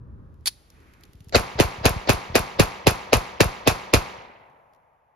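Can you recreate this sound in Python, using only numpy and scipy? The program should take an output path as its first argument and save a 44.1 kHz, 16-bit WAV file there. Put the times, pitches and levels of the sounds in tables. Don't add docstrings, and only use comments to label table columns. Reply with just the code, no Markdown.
import sys
import numpy as np
from scipy import signal
from scipy.fft import rfft, irfft, next_fast_len
from scipy.io import wavfile
from scipy.ndimage import uniform_filter1d

SR = 44100
rng = np.random.default_rng(int(sys.argv[2]) if len(sys.argv) > 2 else 0)


def linear_from_db(decibels):
    return 10 ** (np.asarray(decibels, float) / 20)


def to_wav(s):
    ch = np.atleast_2d(s).T
    pcm = np.round(np.clip(ch, -1, 1) * 32767)
    wavfile.write(sys.argv[1], SR, pcm.astype(np.int16))


N = 227505

# frequency in Hz, level in dB per Hz.
CABIN_SPECTRUM = [(20, -17.5), (59, 2), (129, -7), (212, -15), (300, -19), (526, -27), (700, -38),
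                  (1130, -31), (1800, -43.5), (2200, -60.5), (6000, -78), (9000, -110)]
CABIN_DB = -43
CABIN_LEVEL = [(.22, CABIN_DB), (.44, CABIN_DB - 5), (1.0, CABIN_DB - 57)]
# frequency in Hz, level in dB per Hz.
AIR_SPECTRUM = [(150, -32), (300, -2.5), (800, -5), (2300, -14), (3200, -12.5), (6400, -19.5), (11000, -22),
                (14000, -26.5), (16000, -49)]
AIR_DB = -65
AIR_LEVEL = [(0, AIR_DB - 19), (.38, AIR_DB - 12), (.58, AIR_DB), (1.33, AIR_DB), (4.15, AIR_DB - 17.5),
             (N / SR, AIR_DB - 27)]
# frequency in Hz, level in dB per Hz.
WIND_SPECTRUM = [(20, -27.5), (40, -3.5), (65, -1), (180, -14.5), (350, -16), (500, -23), (1000, -63.0)]
# time in seconds, level in dB.
WIND_LEVEL = [(.3, -70), (.55, -61), (.65, -61.5), (.78, -53), (.9, -55.5), (1.2, -53.5), (4.1, -57.5),
              (4.45, -72), (5.16, -80.5)]
# frequency in Hz, level in dB per Hz.
SLEEVE_SPECTRUM = [(500, -11.5), (1200, 5), (2600, 0), (3200, -27.5), (8000, -38.5)]
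SLEEVE_S, SLEEVE_DB = .6, -63
SLEEVE_LEVEL = [(SLEEVE_S, SLEEVE_DB - 20), (SLEEVE_S + .17, SLEEVE_DB), (SLEEVE_S + .17 + .27, SLEEVE_DB + 0.5),
                (SLEEVE_S + .17 + .27 + .2, SLEEVE_DB - 23.5)]

# start in seconds, level in dB, brightest frequency in Hz.
TICKS = [(0.3417, -60, 1500), (0.4087, -62, 5900), (0.7019, -42.5, 5230), (0.8034, -54.5, 2220),
         (0.9368, -46.5, 1670), (1.0094, -51.5, 9000), (1.036, -38, 4060), (1.0524, -46.5, 2590),
         (1.1331, -45, 2810), (1.1538, -52.5, 3320), (1.2054, -45, 2550), (1.2446, -50, 10830),
         (1.285, -44.5, 5800), (1.294, -38, 2380), (4.5, -62, 1776), (4.7354, -56.5, 1965),
         (4.748, -57, 1750), (4.7618, -63.5, 1790)]
# start in seconds, level in dB, rattle decay in seconds.
RACK = [
    (0.4585, -14, 0.0047),
    (0.464, -21.5, .006),
    (0.4703, -18, 0.00048),
    (0.4708, -11.5, 0.004),
    (0.475, -9.5, 0.0025),
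    (0.4799, -7, 0.0016),
    (0.484, -19, .005),
    (.492, -52.5, .006),
]
# frequency in Hz, level in dB per Hz.
RATTLE_SPECTRUM = [(400, -44), (1000, -15), (2600, -12), (4600, 2.5), (7000, -8.5), (10000, -1),
                   (13000, -17), (15600, -7.5), (16400, -43.5)]
# frequency in Hz, width in Hz, level in dB.
STEEL_MODES = [(2650, 150, -6), (3820, 200, -6), (4620, 150, 0), (9450, 300, -4)]

# time of the trough in seconds, level in dB.
PUFFS = [(1.095, -46), (1.154, -42.5), (1.213, -40.5), (1.276, -39), (1.56, -29.5), (1.576, -35.5),
         (1.788, -34), (1.817, -30.5), (1.968, -22.5), (2.305, -31), (2.329, -35), (2.576, -41),
         (2.855, -42), (4.189, -45.5)]
# let-go time in seconds, let-go level in dB, kick level in dB, kick
# frequency in Hz, settle level in dB.
SWINGS = [(1.403, -26, -15, 86.4, -34), (1.653, -20.5, -10, 148, -40.5), (1.912, -22, -11, 100, -36),
          (2.146, -24.5, -10.5, 128.5, -34), (2.405, -24.5, -19.5, 125, -40.5),
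          (2.634, -21, -5.5, 164.2, -41.5), (2.921, -27.5, -8, 138.2, -29), (3.175, -19, -22, 133, -16.5),
          (3.463, -18.5, -9, 153, -24), (3.719, -24.5, -11.5, 138.9, -35.5), (3.977, -18, -11, 102, -24)]
# start in seconds, length in seconds, level in dB.
FORESHADOWS = [
    (1.323, .024, -33.5),
    (1.3455, .013, -10.5),
    (1.589, 0.0068, -22),
    (1.843, 0.0095, -24.5),
    (2.073, 0.0077, -29.5),
]
# frequency in Hz, level in dB per Hz.
FORESHADOW_SPECTRUM = [(200, -5), (550, 7), (1000, -12), (1500, -2), (2400, -8), (3300, -23), (4000, -3.5),
                       (5000, -8), (5400, -22), (5900, -14.5), (7500, -19.5), (9000, -59.5)]

# start in seconds, whoop in dB, lead-in rise in seconds, crack in dB, slide clack in dB.
SHOTS = [(1.3558, -3, 0.0084, -1, 0), (1.5988, 1, 0.0069, 1, -4), (1.8537, -2.5, 0.0074, 2.5, 4.5),
         (2.0925, -3.5, 0.0069, 1.5, 3), (2.353, -0.5, 0.0041, 2.5, 1.5), (2.5957, -1, 0.004, 2, 2),
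         (2.8688, 0, 0.0029, 3, 0.5), (3.1297, -1, 0.0037, 2.5, 2), (3.4045, 0.5, 0.0029, 2, 1),
         (3.6731, -0.5, 0.0052, 2.5, -4), (3.9362, -1, 0.003, 3, -13)]
# frequency in Hz, level in dB per Hz.
CRACK_SPECTRUM = [(250, -13.5), (500, -2), (1350, -8.5), (2100, -12), (2550, -3.5), (3100, -14.5),
                  (4500, -13), (7000, -17.5), (11000, -21.5), (15000, -29), (16200, -27.5)]
# seconds after the shot, level in dB.
CRACK_LEVEL = [(0, -30), (.002, -7), (.0045, -23.5), (.008, -13), (.014, -21), (.024, -25), (.045, -34.5),
               (.09, -49.5)]
# frequency in Hz, level in dB per Hz.
LEAD_SPECTRUM = [(150, -12.5), (400, -6), (650, -2.0), (1100, -18.0), (5000, -18.5), (8000, -54)]
# frequency in Hz, level in dB per Hz.
CLACK_SPECTRUM = [(3000, -33.0), (7000, -7.0), (11000, -0.5), (15000, -7.5)]

# seconds after the shot, level in dB, left over right in dB.
TRUNKS = [
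    (.023, -21, 3),
    (.0302, -12.5, 0),
    (.038, -16.5, -1),
    (.049, -26, 0),
    (.07, -27, 2),
    (.076, -29, -1),
    (.083, -27, 0),
    (.105, -29, -2),
    (.126, -31, 1),
    (.157, -32, -2),
]
# frequency in Hz, level in dB per Hz.
WOOD_SPECTRUM = [(40, -17.5), (150, -4.5), (320, -8.5), (480, -5.5), (980, -1.5), (1500, -10), (2100, -7.5),
                 (3350, -13), (4300, -11.5), (7000, -17.5), (11000, -24.5), (15000, -33.5), (16500, -70.5)]
# frequency in Hz, time to fall 60 dB in seconds.
FAR_T60 = [(60, 0.23), (260, 1.4), (700, 1.22), (1840, 1.2), (4850, 0.66), (12000, 0.47)]
# frequency in Hz, time to fall 60 dB in seconds.
NEAR_T60 = [(60, 0.36), (700, 0.24), (4000, 0.11), (12000, 0.18)]
# frequency in Hz, level in dB per Hz.
TREE_LINE_SPECTRUM = [(45, -21), (130, -6), (290, -21.5), (550, -3.5), (900, 1), (1400, -12.5), (2300, -19),
                      (4200, -41.5)]

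# frequency in Hz, likeness 0-1, right lead in radians, right over left in dB.
LOW_PORTS = [(0, .9, -.2, 0), (250, .75, -.6, 0), (650, .55, -1, -3.5), (1300, .35, -2, .5),
             (2200, .4, 0, 2.5), (4000, .45, 0, 0), (5700, .35, .2, -1), (7400, .6, 2, 0)]
# from in Hz, to in Hz, likeness 0-1.
LOCKED = [(7700, 8900, .998), (10600, 12900, .995), (13900, 15800, .996)]


def evened(x):
    return x / np.sqrt(np.mean(x ** 2) + 1e-20)


def read(points, hz):
    f, value = np.transpose(points)
    return np.interp(np.log(hz + 1), np.log(f + 1), value)


def coloured(x, points):
    n = x.shape[-1]
    gain = linear_from_db(read(points, np.fft.rfftfreq(n, 1 / SR)))
    return irfft(rfft(x) * gain, n)


def add(mix, s, sound):
    part = mix[..., round(s * SR):][..., :sound.shape[-1]]
    part += sound[..., :part.shape[-1]]


def hiss(points, level):
    slow = uniform_filter1d(uniform_filter1d(rng.standard_normal(N), 900), 900)
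    level_db = np.interp(np.arange(N) / SR, *np.transpose(level)) + 0.5 * evened(slow)
    return evened(coloured(rng.standard_normal((2, N)), points)) * linear_from_db(level_db)


def cabin():
    return hiss(CABIN_SPECTRUM, CABIN_LEVEL)


def air():
    return hiss(AIR_SPECTRUM, AIR_LEVEL)


def wind():
    return hiss(WIND_SPECTRUM, WIND_LEVEL)


def ticks():
    t = np.arange(0, .03, 1 / SR)
    out = np.zeros((2, N))
    fade = np.exp(-t / 0.0025) + 0.086 * np.exp(-t / 0.006)
    for s, db, hz in TICKS:
        snap = coloured(rng.standard_normal((2, len(t))), [(600, -20), (hz, 0), (16000, -10)])
        add(out, s, linear_from_db(db - 5.5) * evened(snap) * fade)
    return out


def rack():
    t = np.arange(0, .4, 1 / SR)
    burst = np.zeros((2, N))
    wood_answer = .012 * np.exp(-t / .03) + .0025 * np.exp(-t / .15)
    for s, db, rattle_s in RACK:
        fade = np.exp(-t / rattle_s) + wood_answer
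        add(burst, s, linear_from_db(db) * rng.standard_normal((2, len(t))) * fade)
    t = t[:SR // 20]
    ring = np.zeros(len(t))
    for hz, width, db in STEEL_MODES:
        ring += linear_from_db(db) * np.exp(-np.pi * width * t) * np.sin(2 * np.pi * hz * t)
    rung = signal.oaconvolve(burst, ring[None] / np.linalg.norm(ring), axes=1)[:, :N]
    return linear_from_db(2.5) * coloured(burst, RATTLE_SPECTRUM) + linear_from_db(-16.5) * rung


def sleeve():
    return hiss(SLEEVE_SPECTRUM, SLEEVE_LEVEL)


def thump(db, hz):
    cycles = np.arange(-.6, 6, hz / SR)
    turns = 0.32 * cycles + 0.86 * (1 - np.exp(-cycles / 0.94))
    swell = np.exp(-np.maximum(cycles, 0) / 1.12) * signal.windows.tukey(len(cycles), .12)
    return 0.591 / hz, -linear_from_db(db + 2.0) * swell * np.cos(2 * np.pi * turns)


def thumps():
    rows = [(s, db, 90) for s, db in PUFFS]
    for (s, *_), (let_go, go_db, kick_db, kick_hz, settle_db) in zip(SHOTS, SWINGS):
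        rows.append((s + .01065, kick_db, kick_hz))
        rows.append((s + .028, settle_db, 84))
        rows.append((let_go, go_db, 76))
    low = np.zeros((2, N))
    for s, db, hz in rows:
        lead, swing = thump(db, hz)
        lag = rng.choice([-1, 1]) * .0006 * (db > -27)
        add(low[0], s - lead - lag, swing)
        add(low[1], s - lead + lag, swing)
    return low


def foreshadow(length, db):
    n = round(length * SR)
    noise = evened(coloured(rng.standard_normal((2, 2048)), FORESHADOW_SPECTRUM))
    return linear_from_db(db) * noise[:, :n] * signal.windows.tukey(n, .25)


def whoop():
    u = np.arange(-.008, .02, 1 / SR) - .0044
    hz = 190 + 400 * np.exp(-np.clip(u + 0.0017, -.003, 1) / 0.0036)
    turns = np.cumsum(hz) / SR
    turns -= np.interp(0, u, turns)
    swell = np.where(u < 0, np.exp(-(u / 0.0034) ** 2), np.exp(-u / 0.0047))
    return linear_from_db(-4.5) * swell * np.cos(2 * np.pi * turns)


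def crack(rise_s, crack_db, clack_db):
    t = np.arange(-.03, .09, 1 / SR)
    noise = rng.standard_normal((3, 2, len(t)))

    body = linear_from_db(crack_db + np.interp(t, *np.transpose(CRACK_LEVEL)))
    onset = np.exp(np.minimum(t, 0) / .0004)
    sharp = evened(coloured(noise[0], CRACK_SPECTRUM)) * body * onset

    slope_s = np.where(t < 0, np.maximum(rise_s, .001), .002)
    swell = np.exp(-abs(t) / slope_s) * signal.windows.tukey(len(t), .1)
    lead = linear_from_db(-16) * evened(coloured(noise[1], LEAD_SPECTRUM)) * swell

    home_s = .0405
    fade = np.exp(-np.maximum(t - home_s, 0) / 0.0008) * (t > home_s)
    clack = linear_from_db(clack_db - 21) * evened(coloured(noise[2], CLACK_SPECTRUM)) * fade
    return sharp + lead + clack


def trunks():
    u = np.arange(-.003, .003, 1 / SR)
    out = np.zeros((2, SR // 4))
    for s, db, pan_db in TRUNKS:
        v = u / (1 + 4 * s)
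        pulse = np.exp(-(v / .00045) ** 2) * np.sin(2 * np.pi * 1350 * v + .8)
        add(out, s - .003, pulse * linear_from_db([[db + pan_db / 2], [db - pan_db / 2]]))
    return out


def wood():
    n = 2 * SR
    hz, t, z = signal.stft(rng.standard_normal((2, n)), SR, nperseg=128)
    clumps = evened(uniform_filter1d(rng.standard_normal(z.shape[1:]), size=4, axis=0))
    clumps = evened(uniform_filter1d(clumps, size=4, axis=1))
    far = linear_from_db(-30 - 60 * t / read(FAR_T60, hz)[:, None])
    near = linear_from_db(-18 - 60 * t / read(NEAR_T60, hz)[:, None])
    tail = signal.istft(z * (far + near) * linear_from_db(2.2 * clumps), SR, nperseg=128)[1][:, :n]
    u = np.arange(n) / SR
    tail *= np.clip(u / 0.015, 0, 1)
    tree_line = evened(coloured(rng.standard_normal((2, n)), TREE_LINE_SPECTRUM))
    tree_line *= linear_from_db(-50.5 - 60 * u / 4.16) * np.clip(u / 0.6, 0, 1)
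    return (coloured(tail, WOOD_SPECTRUM) * linear_from_db(15.5) + tree_line) * np.clip((2 - u) / 0.39, 0, 1)


def duck():
    t = np.arange(N) / SR
    down_db = np.zeros(N)
    for s, *_ in SHOTS:
        drop = np.clip((t - s + 0.016) / 0.0068, 0, 1)
        creep = np.exp(-np.maximum(t - s, 0) / 0.081)
        down_db = np.maximum(down_db, 9 * drop * creep)
    return linear_from_db(-down_db)


def port_rows():
    rows = list(LOW_PORTS)
    for k, (low, high, same) in enumerate(LOCKED, start=1):
        turn = k * np.pi
        rows += [(low, same, turn, 0), (high, same, turn, 0), (high + 600, .6, turn + 1.2, 0)]
    return rows


def ports(x, alike=0):
    f, same, turn, right_db = np.transpose(port_rows())
    n = next_fast_len(N + 8192)
    hz = np.fft.rfftfreq(n, 1 / SR)
    same = np.clip(np.interp(hz, f, same) + alike, 0, 1)
    a, b = rfft(x, n)
    half = linear_from_db(np.interp(hz, f, right_db) / 2)
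    right = (same * a + np.sqrt(1 - same ** 2) * b) * np.exp(1j * np.interp(hz, f, turn))
    return irfft(np.array([a / half, right * half]), n)[:, :N]


def scene():
    scattered = cabin() + air() + wind() + sleeve()
    handled = ticks() + rack()
    low = thumps()
    for s, length, db in FORESHADOWS:
        add(scattered, s, foreshadow(length, db))

    near, echo, cracks = np.zeros((3, 2, N))
    blast, returns, tail = whoop(), trunks(), wood()
    for s, db, rise_s, crack_db, clack_db in SHOTS:
        add(near, s - .008, linear_from_db(db) * np.array([blast, blast]))
        add(cracks, s - .03, crack(rise_s, crack_db, clack_db))
        add(low, s, returns)
        add(echo, s, tail)
    scattered += echo * duck()
    return ports(scattered) + ports(near, 1) + ports(cracks + handled, -.012) + low


def band_limit(x):
    return signal.sosfilt(signal.butter(12, 16960, fs=SR, output="sos"), x)


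def record(dry):
    clipped = dry / (1 + abs(dry / .9) ** 6) ** (1 / 6)
    edge = signal.firwin(301, 16200, window=("kaiser", 6), fs=SR)
    finished = signal.oaconvolve(clipped, edge[None], "same")
    return band_limit(finished)


dry = scene()
out = record(dry)
to_wav(out)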